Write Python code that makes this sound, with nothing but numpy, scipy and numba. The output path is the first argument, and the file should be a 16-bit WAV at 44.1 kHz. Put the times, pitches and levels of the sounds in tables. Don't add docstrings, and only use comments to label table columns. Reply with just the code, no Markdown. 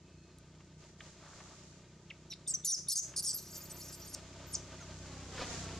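import sys
import numpy as np
from scipy import signal
from scipy.fft import rfft, irfft
from scipy.io import wavfile
from scipy.ndimage import uniform_filter1d
from numba import njit

SR = 44100
rng = np.random.default_rng(int(sys.argv[2]) if len(sys.argv) > 2 else 0)


def transcribe(signal):
    frames = np.atleast_2d(signal).T
    limited = np.clip(frames, -1, 1)
    pcm = np.round(limited * 32767).astype(np.int16)
    wavfile.write(sys.argv[1], SR, pcm)


N = 255471
TIME = np.arange(N) / SR


def undb(db):
    return 10 ** (np.asarray(db) / 20)


def unit(x):
    return x / np.sqrt(np.mean(x ** 2))


def noise():
    return rng.standard_normal(N)


def decay(t60_s):
    return rng.standard_normal(SR) * undb(-60 * TIME[:SR] / t60_s)


def walk(rate_hz):
    steps = rng.standard_normal(N // 8 + 2)
    smooth = unit(signal.sosfilt(signal.butter(3, rate_hz, fs=SR / 8, output="sos"), steps))
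    return np.interp(np.arange(N) / 8, np.arange(len(smooth)), smooth)


def phase_of(hz):
    return 2 * np.pi * np.cumsum(hz) / SR


def curves(rows):
    time_s, *columns = np.transpose(rows)
    return [np.interp(TIME, time_s, column) for column in columns]


def swell(start_s, length_s, rise_s, fall_s):
    return np.clip(np.minimum((TIME - start_s) / rise_s, (start_s + length_s - TIME) / fall_s), 0, 1)


def add(track, start_s, sound):
    start = int(start_s * SR)
    track[start:start + len(sound)] += sound[:N - start]


def colour(x, response, size=8192):
    hz, db = np.transpose(response)
    gain = undb(np.interp(np.log(np.fft.rfftfreq(size, 1 / SR) + 1), np.log(hz), db))
    cepstrum = irfft(np.log(gain))
    cepstrum[1:size // 2] *= 2
    cepstrum[size // 2 + 1:] = 0
    impulse = irfft(np.exp(rfft(cepstrum)))[:size // 2]
    return signal.oaconvolve(x, impulse)[:N]


def stereo(mid, side, side_db):
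    return mid + undb(side_db) * side * np.array([[1], [-1]])


def glides(rows, overtone_db, jitter=0.018):
    waver = 1 + jitter * (walk(680) + walk(30) / 2)
    out = np.zeros(N)
    for start_s, length_s, start_hz, end_hz, level_db in rows:
        progress = np.linspace(0, 1, int(length_s * SR))
        pitch_hz = start_hz + (end_hz - start_hz) * progress
        phase = phase_of(pitch_hz * waver[int(start_s * SR):][:len(progress)])
        tone = np.sin(phase) + undb(overtone_db) * np.sin(2 * phase)
        add(out, start_s, undb(level_db) * np.sqrt(8 * progress * (1 - progress)) * tone)
    return out


# start_s, length_s, start_hz, end_hz, level_db
BIRD_NOTES = [(.01, .38, 2610, 2530, -77), (.14, .22, 4290, 4170, -76.5), (4.782, .023, 1880, 2180, -60),
              (4.80, .033, 1430, 1270, -61), (4.80, .046, 6570, 5850, -59)]


def birds():
    return glides(BIRD_NOTES, overtone_db=-32) * undb(2 * walk(25))


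# time_s, firing_hz, drone_db, thud_db
ENGINE_RUN = [(0.0, 30.42, -60.5, -60.5), (2.53, 31.34, -58.5, -63.5), (3.5, 31.56, -57, -59.5),
              (4.2, 31.76, -57.5, -55), (5.15, 31.87, -56, -50), (5.79, 31.26, -50, -47)]
# freq_hz, gain_db
EXHAUST_EQ = [(30, -46.5), (95, -16), (125, 5.5), (158, 6), (190, 2), (235, -4), (290, -2.5), (370, -4),
              (480, -12), (900, -28.5), (9000, -75)]
# freq_hz, gain_db
THUD_EQ = [(36, -42.5), (60, 6.5), (125, 3), (190, -7.5), (270, 0), (900, -49)]


def engine(firing_at_s=5.4435, rebound_cycles=0.345, rebound_db=-4, smear_rad=0.06):
    firing_hz, drone_db, thud_db = curves(ENGINE_RUN)
    phase = phase_of(firing_hz)
    phase -= np.interp(firing_at_s, TIME, phase)
    harmonics = range(1, 17)
    smeared = sum(undb(2.6 * walk(6.5)) * np.cos(k * phase - smear_rad * k * k) for k in harmonics)
    drone = unit(colour(smeared, EXHAUST_EQ)) + undb(-4.5) * unit(colour(noise(), EXHAUST_EQ))
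    rebound_phase = phase - 2 * np.pi * rebound_cycles
    knocks = sum(np.cos(k * phase) + undb(rebound_db) * np.cos(k * rebound_phase) for k in harmonics)
    knocks *= undb(2 * walk(40))
    thuds = unit(colour(knocks, THUD_EQ)) + undb(-14) * unit(colour(noise(), THUD_EQ))
    return undb(drone_db) * unit(drone) + undb(thud_db) * unit(thuds)


# freq_hz, gain_db
FOREST_EQ = [(1000, -8), (3500, 2.5), (6000, 1.5), (7500, 6.5), (10000, -2.5), (15000, -4)]


def forest_echo(x, far_t60_s=0.34, near_t60_s=0.12):
    def tail():
        impulse = undb(-17) * unit(decay(far_t60_s)) + undb(-15) * unit(decay(near_t60_s))
        return signal.fftconvolve(x, colour(impulse / np.sqrt(SR), FOREST_EQ))[:N]
    return stereo(tail(), tail(), side_db=-5)


# time_s, delay_s
ROCK_PATH = [(5.0, 0.003267), (5.6, 0.00443)]


def rock_reflection(x, reflection_db=-3.5):
    delay_s, = curves(ROCK_PATH)
    dull = uniform_filter1d(x, size=13)
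    return unit(x + undb(reflection_db) * np.interp(TIME - delay_s, TIME, dull))


def leaf_cracks(rate_per_s=220, low_hz=641, high_hz=2613, t60_s=0.038):
    out, t = np.zeros(N), TIME[:SR // 20]
    for when, pitch, rarity in rng.random((int(rate_per_s * N / SR), 3)):
        ring_hz = low_hz * (high_hz / low_hz) ** pitch
        size_db = -2 * np.log(max(rarity, 0.01))
        add(out, when * N / SR, undb(size_db - 60 * t / t60_s) * np.sin(2 * np.pi * ring_hz * t))
    return unit(out)


# time_s, level_db
LITTER_STIR = [(0, -68), (2.4, -65.5), (3.3, -62), (4.25, -57), (5.27, -53), (5.79, -49)]
# start_s, length_s, crackle_db, hiss_db
LIMB_SCUFFS = [(0.774, 0.18, -63, -66.5), (0.976, 0.22, -60, -62.5), (1.14, 0.71, -62, -61.5),
               (5.31, 0.33, -47.5, -53.5), (5.45, 0.23, -66, -49.5)]
# freq_hz, gain_db
CRACKLE_EQ = [(150, -1.5), (450, 3.5), (620, 4.5), (900, -1), (1250, 0), (1700, -3.5), (3300, -4),
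              (5000, -6), (14000, -45.5)]
# freq_hz, gain_db
HISS_EQ = [(1500, -6.5), (3000, -7), (4500, -3), (7000, 1.5), (8200, -8), (9500, -17.5), (12000, -28),
           (15000, -54)]


def leaves(rise_share=0.35):
    def crackle():
        return unit(colour(noise() * undb(2 * walk(1520) + 2 * walk(9.4)), CRACKLE_EQ))

    def hiss():
        return unit(colour(noise() * undb(1.5 * walk(240)), HISS_EQ))

    stir_db, = curves(LITTER_STIR)
    crackle_power, hiss_power = undb(stir_db) ** 2, undb(stir_db - 5.5) ** 2
    for start_s, length_s, crackle_db, hiss_db in LIMB_SCUFFS:
        weight = swell(start_s, length_s, rise_share * length_s, (1 - rise_share) * length_s)
        crackle_power += weight * undb(crackle_db) ** 2
        hiss_power += weight * undb(hiss_db) ** 2
    litter = rock_reflection(crackle() + undb(-10.5) * leaf_cracks())
    ground = np.sqrt(crackle_power) * stereo(litter, crackle(), side_db=-34)
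    foliage = np.sqrt(hiss_power) * stereo(hiss(), hiss(), side_db=0)
    return ground + foliage


# start_s, length_s, centre_hz, level_db
FOOT_DRAG = (1.19, 0.38, 1050, -63)


def scrape():
    start_s, length_s, centre_hz, level_db = FOOT_DRAG
    octave = signal.butter(2, [centre_hz / 2 ** 0.5, centre_hz * 2 ** 0.5], "band", fs=SR, output="sos")
    grit = noise() * undb(3.5 * walk(90) + 2 * walk(20))
    envelope = swell(start_s, length_s, length_s / 10, length_s / 10)
    return undb(level_db) * envelope * unit(signal.sosfilt(octave, grit))


# start_s, level_db, centre_hz, t60_s
TWIG_SNAPS = [(0.385, -50, 7150, 0.0087), (.604, -53, 1540, 0.03), (1.006, -43.5, 1960, 0.025),
              (1.404, -50, 1270, 0.029), (3.138, -51, 1700, 0.041), (5.379, -45, 1640, 0.05)]


def snaps(edge_ratio=1.97):
    out = np.zeros(N)
    for start_s, level_db, centre_hz, t60_s in TWIG_SNAPS:
        low_hz, high_hz = centre_hz / edge_ratio, min(centre_hz * edge_ratio, SR / 4)
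        band = signal.butter(5, [low_hz, high_hz], "band", fs=SR, output="sos")
        makeup = np.sqrt(SR / 2 / (high_hz - low_hz))
        add(out, start_s, undb(level_db) * makeup * signal.sosfilt(band, decay(t60_s)))
    return out


# start_s, length_s, start_hz, end_hz, level_db
CHIRP_PARTIALS = [(2.101, 0.016, 3210, 1880, -44), (2.300, 0.044, 5800, 5120, -48.5),
                  (2.308, 0.031, 4000, 3570, -48.5), (2.324, 0.011, 2860, 2040, -50),
                  (2.333, 0.0081, 5000, 3560, -42.5)]
LEAD_IN_STARTS = [2.465, 2.638, 2.874]
# length_s, start_hz, end_hz, level_db
LEAD_IN_NOTE = (.012, 3600, 3750, -55)


def chirps(flutter_db=3, hoarse_db=-17):
    lead_ins = [(start_s, *LEAD_IN_NOTE) for start_s in LEAD_IN_STARTS]
    notes = glides(list(CHIRP_PARTIALS) + lead_ins, overtone_db=-21)
    return notes * unit(undb(flutter_db * walk(740))) * (1 + undb(hoarse_db) * walk(1900))


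FOLD_MODES_HZ = [4480, 5260, 6560, 7570, 8770, 9830, 11370]
# freq_hz, gain_db
THROAT_EQ = [(2000, -27), (3400, -18), (4000, -9.5), (4700, 1.5), (5600, 5.5), (7000, 1.5), (9000, -9),
             (11000, -10.5), (13000, -11), (15500, -27)]


def rasp(air_db, flicker_db, jitter):
    modes = np.zeros(N)
    for mode_hz in FOLD_MODES_HZ:
        flicker = undb(flicker_db * walk(36))
        modes += flicker * np.sin(phase_of(mode_hz * (1 + 0.05 * walk(12) + jitter * walk(618))))
    voice = colour(unit(modes) + undb(air_db) * noise(), THROAT_EQ)
    return voice / np.sqrt(uniform_filter1d(voice ** 2, size=100))


# time_s, pitch_hz, whistle_db, rasp_db
WHINE_CONTOUR = [(3.33, 10500, -50, -45.5), (3.35, 11300, -38.5, -46), (3.385, 12900, -54, -45),
                 (3.397, 12000, -58, -50.5), (3.47, 12800, -69, -56.5), (3.57, 12560, -53, -47.5),
                 (3.602, 13500, -58, -59.5), (3.655, 13600, -58, -53), (3.685, 12900, -71, -63),
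                 (3.742, 13000, -57, -67), (3.775, 13300, -61, -56), (3.805, 12470, -56, -50),
                 (3.87, 12760, -64, -52), (3.945, 12600, -60, -53), (3.984, 13500, -69, -68),
                 (4.002, 12300, -56.5, -59), (4.075, 11700, -69, -52), (4.135, 11200, -59, -59)]
# freq_hz, gain_db
MOUTH_EQ = [(4400, 0), (7000, -1.5), (11500, 3.5), (14500, -8)]


def whine(quaver_hz=38, quaver_db=3.5, edge_s=0.00053):
    pitch_hz, whistle_db, rasp_db = curves(WHINE_CONTOUR)
    squeeze = walk(quaver_hz)
    phase = phase_of(pitch_hz * (1 + 0.009 * squeeze + 0.01 * walk(400)))
    whistle = unit(np.sin(phase) * undb(3.5 * walk(170)))
    hoarse = unit(colour(rasp(air_db=-7, flicker_db=7, jitter=0.06), MOUTH_EQ) * undb(2 * walk(45)))
    start_s, end_s = WHINE_CONTOUR[0][0], WHINE_CONTOUR[-1][0]
    gate = swell(start_s - edge_s / 2, end_s - start_s + edge_s, edge_s, edge_s)
    clear_db = quaver_db * squeeze
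    return gate * (undb(whistle_db + clear_db) * whistle + undb(rasp_db - clear_db / 2) * hoarse)


# pitch_hz, whistle_db, rasp_db, low_db
FOLD_REGISTERS = [(4940, -0.5, -3, -44), (6160, 8, 4.5, -46), (7100, -7, 4, 13.5), (8390, -6, 2, 8),
                  (11360, -20.5, -12.5, -16.5), (12700, -37, -14, -35), (13500, -36, -36, -43)]
# start_s, length_s, start_hz, end_hz, bend, whistle_db, rasp_db, low_start_hz, low_db
SQUEAL_FALLS = [(2.474, .051, 8600, 6950, 1.9, -30, -47, 5900, -59),
                (2.537, 0.025, 6340, 5500, 0.92, -36.5, -50, 4800, -46),
                (2.646, 0.026, 11530, 10700, 0.96, -18, -21.5, 7100, -20),
                (2.668, 0.056, 10170, 8900, 1.1, -20.5, -32, 6100, -27.5),
                (2.718, 0.042, 8000, 4600, .8, -26, -37, 6320, -38),
                (2.883, 0.017, 10600, 10450, 1, -13, -30, 5700, -36),
                (2.895, 0.05, 10700, 8150, 0.6, -24, -29, 6000, -33),
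                (2.954, 0.018, 10000, 9600, 1, -29, -28, 5000, -34),
                (2.967, 0.04, 9350, 5500, 0.6, -26, -30, 7570, -43),
                (3.161, 0.052, 9450, 9250, 0.45, -29, -36, 5045, -41),
                (3.222, 0.032, 11540, 10200, 2.4, -28, -31, 5640, -33),
                (3.247, .078, 9800, 7450, 0.85, -32, -37, 5700, -48),
                (3.695, 0.033, 10350, 8100, 0.43, -46, -50, 7000, -62),
                (4.131, .022, 10720, 3800, 1.7, -43, -44, 6500, -57),
                (4.467, .053, 13800, 12200, 1.2, -28, -50, 8300, -65),
                (4.513, .05, 12300, 4200, 1.35, -35, -50, 7400, -51)]


def squeal_contours(attack_s=0.0037, release_s=0.008, fade_share=0.29, low_follow=0.8):
    register_hz, *register_db = np.transpose(FOLD_REGISTERS)
    for row in SQUEAL_FALLS:
        start_s, length_s, start_hz, end_hz, bend, whistle_db, rasp_db, low_start_hz, low_db = row
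        progress = np.clip((TIME - start_s) / length_s, 0, 1)
        pitch_hz = start_hz + (end_hz - start_hz) * progress ** bend
        low_hz = low_start_hz * (pitch_hz / start_hz) ** low_follow
        whistle, rough, low = (undb(np.interp(pitch_hz, register_hz, db)) for db in register_db)
        held = swell(start_s, length_s, attack_s, release_s)
        fading = swell(start_s, length_s, attack_s, fade_share * length_s)
        yield (pitch_hz, low_hz, held * whistle * undb(whistle_db),
               fading * rough * undb(rasp_db), fading * low * undb(low_db))


def squeals(jitter=0.0055, strain_jitter=0.022, tremble=0.011):
    shake = walk(860)
    waver, low_waver = 1 + tremble * walk(59), 1 + tremble * walk(76)
    trade = undb(walk(85))
    chaos = rasp(air_db=-9, flicker_db=11, jitter=0.028)
    cling = 0.33 * walk(800)
    slaps = unit(undb(3.5 * walk(550)))
    voices, beats = np.zeros((2, N))
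    for pitch_hz, low_hz, whistle_gain, rasp_gain, low_gain in squeal_contours():
        on = whistle_gain > 0
        strain = np.minimum(rasp_gain[on] / whistle_gain[on], 1) ** 2
        wobble = (jitter + strain * strain_jitter) * shake[on]
        high_phase = phase_of(pitch_hz[on] * (waver[on] + wobble))
        low_phase = phase_of(low_hz[on] * (low_waver[on] + wobble))
        tones = np.zeros((3, N))
        tones[:, on] = np.sqrt(2) * np.sin([high_phase, low_phase, high_phase - low_phase])
        whistle, low_voice, beat = tones
        rough = (chaos + cling * whistle) * slaps
        voices += whistle_gain * whistle * trade + low_gain * low_voice / trade + rasp_gain * rough
        beats += low_gain * beat
    return voices + undb(-9) * colour(beats, THROAT_EQ)


def scene():
    near = squeals() + whine() + chirps() + snaps() + scrape()
    direct = stereo(near, np.gradient(near), side_db=-5.5)
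    return direct + birds() + forest_echo(near) + leaves() + engine()


@njit
def follow(x, attack, release):
    out, level = np.empty(len(x)), 0.0
    for i in range(len(x)):
        level += (x[i] - level) * (attack if x[i] > level else release)
        out[i] = level
    return out


def record(dry, threshold_db=-29.5, attack_s=0.00038, release_s=0.016, cutoff_hz=15700, fade_s=0.003):
    envelope = follow(np.abs(dry).mean(axis=0), 1 / (attack_s * SR), 1 / (release_s * SR))
    limited = dry / np.maximum(1, envelope / undb(threshold_db))
    fade = np.minimum(1, (TIME[-1] - TIME) / fade_s)
    return signal.sosfilt(signal.ellip(8, 0.2, 70, cutoff_hz, fs=SR, output="sos"), limited * fade)


dry = scene()
out = record(dry)
transcribe(out)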